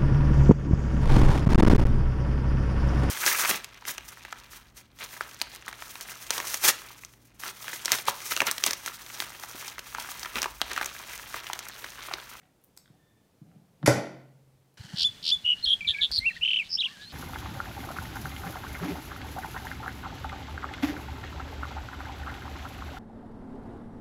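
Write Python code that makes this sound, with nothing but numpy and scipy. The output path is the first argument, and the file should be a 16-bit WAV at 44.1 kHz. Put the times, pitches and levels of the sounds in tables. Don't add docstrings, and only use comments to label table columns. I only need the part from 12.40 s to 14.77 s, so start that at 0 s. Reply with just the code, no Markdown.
import sys
import numpy as np
from scipy import signal
from scipy.io import wavfile
from scipy.ndimage import uniform_filter1d

SR = 44100
rng = np.random.default_rng(int(sys.argv[2]) if len(sys.argv) > 2 else 0)


def how_loud(loudness_db):
    steps = np.asarray(loudness_db, float) / 20
    return 10 ** steps


def log_audio(samples):
    frames = np.atleast_2d(samples).T
    limited = np.clip(frames, -1, 1)
    pcm = np.round(limited * 32767).astype(np.int16)
    wavfile.write(sys.argv[1], SR, pcm)


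N = 104605

# start_s, level_db, contact_s
SLAMS = [
    (1.4762, -12, 0.0012),
    (1.4797, -8, 0.001),
    (1.487, -23.5, .0012),
    (1.51, -35.5, 0.001),
    (1.583, -27.5, 0.0011),
    (1.75, -49.5, 0.002),
]
# freq_hz, level_db, t60_s
CASE_MODES = [(250, -18.5, 0.11), (322, -2, 0.13), (378, -5.5, 0.051), (443, -11, .09), (489.8, -4, 0.16),
              (588, -1.5, 0.063), (605, -8.5, 0.023), (684, -9, 0.3), (724.7, -5.5, .08),
              (908, -20.5, 0.055), (1360, -16.5, 0.18), (1500, -18, 0.036)]
# start_s, peak_db, length_s
AIR_PUSHES = [
    (1.4766, -10, .002),
    (1.4795, -4, .0032),
]
# start_s, level_db, contact_s
BUMPS = [(.5, -43.5, .003), (.528, -91, .003), (.549, -53.5, .003), (1.015, -36, .003), (1.05, -45.5, .004),
         (1.07, -47.5, .004), (1.115, -52, .004), (1.16, -44, .003), (1.188, -52.5, .003),
         (1.217, -48.5, .003), (1.265, -62, .004), (1.33, -56, .004), (1.395, -57, .004),
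         (1.415, -50, .003), (1.4295, -32.5, 0.00099), (1.436, -21.5, .003), (1.442, -22.5, .003)]
# freq_hz, level_db, t60_s
PANEL_MODES = [(158, -12, .12), (186, 0, .05), (290, -6, .04), (565, -12, .05), (678, -9, .05),
               (964, -16, .04)]
# freq_hz, level_db, t60_s
JOLT_MODES = [(126, -14, .25), (95, -30, .3)]
# freq_hz, level_db, t60_s
TRAY_MODES = [(132.6, -42.5, 2.21), (149.04, -53, 2.1), (167, -36, 0.35)]
# start_s, level_db, length_s
LATCH_SNAPS = [
    (1.4595, -23, .001),
    (1.4615, -10, .0008),
    (1.4626, -8, .0006),
    (1.4642, -14, .003),
    (1.468, -17, .005),
    (1.4733, -16, .0015),
    (1.4747, -10, .002),
    (1.4775, -16, .004),
    (1.4835, -18, .004),
]
# freq_hz, width_hz, level_db
LATCH_BODY = [(1574, 700, 11), (2500, 230, -16.5), (3944, 1600, -8), (6100, 2000, 3.5), (7800, 2200, 0),
              (10990, 1300, -3), (14500, 1000, -14.5)]
# start_s, level_db, length_s
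CLIP_POPS = [
    (.3738, -36, .0014),
    (.3755, -32, .0012),
]
# freq_hz, width_hz, level_db
CLIP_BODY = [(1400, 700, -9), (1960, 600, -9), (4100, 800, 2), (5300, 800, 0), (7490, 1400, -2),
             (11300, 1800, -7), (13600, 2000, -6)]
# start_s, peak_db, freq_hz, width_hz, length_s
TICKS = [(.016, -57, 1600, 1200, .006), (.03, -58, 2000, 2500, .014), (.054, -58, 1800, 2000, .004),
         (.216, -60, 11500, 5000, .0015), (.2393, -42, 12500, 6000, .001), (.2448, -41, 13500, 6000, .0007),
         (.3663, -45, 10000, 6000, .001), (.4578, -51, 1500, 900, .002), (.458, -57, 3500, 600, .002),
         (.477, -58, 1500, 700, .003), (.477, -59, 3500, 600, .002), (1.115, -58, 1300, 1200, .002),
         (1.428, -45, 3300, 2000, .003), (1.429, -35, 900, 1300, .008), (1.4485, -56, 9000, 7000, .0007),
         (2.342, -55, 11000, 7000, .0015)]
# start_s, length_s, level_db
RUBS = [
    (0, 0.086, -62.5),
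    (0.48, 0.11, -63),
    (1.008, .24, -57.5),
    (1.24, 0.11, -71.5),
    (1.382, 0.082, -53.5),
    (1.544, 0.058, -30.5),
    (1.727, 0.068, -57),
]
# freq_hz, width_hz, level_db
RUB_BODY = [(165, 40, 9), (200, 50, 3), (300, 120, -2), (450, 200, -6), (590, 110, -4), (690, 100, -4),
            (1150, 400, -12), (2000, 900, -16)]
# start_s, length_s, freq_hz, width_hz, level_db, second_partial_db
SQUEAK = (.48, .42, 1780, 90, -81, -5)
# freq_hz, t60_s
KITCHEN_T60 = [(60, .5), (170, 0.61), (500, 0.59), (1500, 0.58), (4000, 0.52), (8000, 0.35), (16000, 0.3)]
# freq_hz, density_db_per_hz
AIR_SPECTRUM = [(12, -69), (20, -33), (65, -5), (124, -1.5), (506, -10.5), (1320, -21.5), (1740, -23.5),
                (15200, -31), (16500, -47.5)]


def evened(x):
    return x / np.sqrt(np.mean(x ** 2) + 1e-20)


def read(points, hz):
    f, value = np.transpose(points)
    return np.interp(np.log(hz + 1), np.log(f + 1), value)


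def add(mix, start_s, sound):
    part = mix[round(start_s * SR):][:len(sound)]
    part += sound[:len(part)]


def resonate(x, hz, width_hz):
    turn = np.exp(2j * np.pi * hz * np.arange(len(x)) / SR)
    r = np.exp(-np.pi * width_hz / SR)
    return 2 * (turn * signal.lfilter([1 - r], [1, -r], x / turn)).real


def resonate_twice(x, hz, width_hz):
    return resonate(resonate(x, hz, width_hz), hz, width_hz)


def burst(length_s):
    t = np.arange(1500) / SR
    envelope = np.minimum(t / .0002, 1) * np.exp(-(t / length_s) ** 2)
    return rng.standard_normal(1500) * envelope


def ring(modes):
    t = np.arange(SR) / SR
    return sum(how_loud(db - 60 * t / t60_s) * np.sin(2 * np.pi * hz * t) for hz, db, t60_s in modes)


def blows(table):
    force = np.zeros(N)
    t = np.arange(600) / SR
    for start_s, db, contact_s in table:
        push = np.sin(np.pi * np.minimum(t / contact_s, 1)) ** 2
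        add(force, start_s, how_loud(db) * push / push.sum())
    return force


def door():
    panel = signal.fftconvolve(blows(BUMPS), ring(PANEL_MODES))[:N]
    case = signal.fftconvolve(blows(SLAMS), ring(CASE_MODES))[:N]
    out = panel - how_loud(-8.5) * case
    for start_s, db, length_s in AIR_PUSHES:
        u = np.arange(0, 1, 1 / (length_s * SR))
        add(out, start_s, -how_loud(db) * np.sin(3 * np.pi * u) * np.sin(np.pi * u))
    return out


def jolt():
    start_s, rise_s = 1.478, 0.0055
    out = np.zeros(N)
    swelling = 1 - np.exp(-np.arange(SR) / SR / rise_s)
    add(out, start_s, ring(JOLT_MODES + TRAY_MODES) * swelling)
    return out


def cracks(table, body):
    out = np.zeros(N)
    for start_s, db, length_s in table:
        spit = burst(length_s)
        x = np.zeros(len(spit))
        for k, (hz, width_hz, gain_db) in enumerate(body):
            x += (-1) ** k * how_loud(gain_db) * resonate_twice(spit, hz, 2 * width_hz)
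        add(out, start_s, how_loud(db) * x / abs(x).max())
    return out


def latch():
    return cracks(LATCH_SNAPS, LATCH_BODY)


def handle_clip():
    return cracks(CLIP_POPS, CLIP_BODY)


def ticks():
    out = np.zeros(N)
    for start_s, db, hz, width_hz, length_s in TICKS:
        x = resonate_twice(burst(length_s), hz, width_hz)
        x = resonate(x, hz, 2 * width_hz)
        add(out, start_s, how_loud(db) * x / abs(x).max())
    return out


def swell(start_s, length_s):
    return np.sin(np.pi * np.clip((np.arange(N) / SR - start_s) / length_s, 0, 1)) ** 2


def hinge_rub():
    slips_per_s = 800
    strength = how_loud(rng.exponential(1, N).clip(0, 4))
    slips = rng.standard_normal(N) * strength * (rng.random(N) < slips_per_s / SR)
    rub = np.zeros(N)
    for hz, width_hz, db in RUB_BODY:
        x = resonate(resonate(slips, hz, width_hz), hz, 2 * width_hz)
        rub += how_loud(db) * evened(x)
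    return evened(rub) * sum(how_loud(db) * swell(start_s, length_s) for start_s, length_s, db in RUBS)


def hinge_pin():
    start_s, length_s, hz, width_hz, db, second_db = SQUEAK
    hiss = rng.standard_normal(N)
    first = evened(resonate_twice(hiss, hz, width_hz))
    second = evened(resonate_twice(hiss, 2 * hz, 2 * width_hz))
    return how_loud(db) * (first + how_loud(second_db) * second) * np.sqrt(swell(start_s, length_s))


def kitchen(x):
    first_s, fade_in_s = .004, 0.0046
    early_db, early_s = -3.5, 0.018
    low_db, low_hz = -4, 900
    t = np.arange(SR) / SR
    early = 1 + how_loud(early_db) * np.exp(-t / early_s)
    taps = rng.standard_normal(SR) * np.clip((t - first_s) / fade_in_s, 0, 1) * early
    hz, at_s, z = signal.stft(taps, SR, nperseg=256)
    decay_db = -60 * at_s / read(KITCHEN_T60, hz)[:, None]
    tilt_db = low_db / (1 + (hz / low_hz) ** 2)
    z = z * how_loud(decay_db + tilt_db[:, None])
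    tail = signal.istft(z, SR, nperseg=256)[1]
    return signal.fftconvolve(x, tail / np.linalg.norm(tail))[:N]


def air():
    level_db, patch_db = -66.5, 0.4
    frames, hz = N // 256 + 5, np.fft.rfftfreq(1024, 1 / SR)
    a, b, patches = rng.standard_normal((frames, 513, 3)).T
    patches = evened(uniform_filter1d(uniform_filter1d(patches, 8, 0), 12, 1))
    z = (a + 1j * b) * how_loud(read(AIR_SPECTRUM, hz)[:, None] + patch_db * patches)
    noise = signal.istft(z, nperseg=1024, noverlap=768)[1][:N]
    return how_loud(level_db) * evened(noise)


def scene():
    highpass = signal.butter(4, 121, "high", fs=SR, output="sos")
    body = signal.sosfilt(highpass, door() + hinge_rub() + hinge_pin())
    snaps = latch()
    small = ticks() + handle_clip()
    echo = how_loud(-7) * kitchen(small) + how_loud(-1.5) * kitchen(snaps) + how_loud(-2) * kitchen(body)
    return (body + jolt() + snaps + small + echo + air())[None]


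def low_pass(x):
    return signal.sosfilt(signal.butter(12, 16830, fs=SR, output="sos"), x)


def record(dry):
    taps = signal.firwin(511, 16650, window=("kaiser", 9), fs=SR)
    mix = signal.oaconvolve(dry, taps[None], "same")
    return low_pass(mix)


dry = scene()
out = record(dry)
log_audio(out)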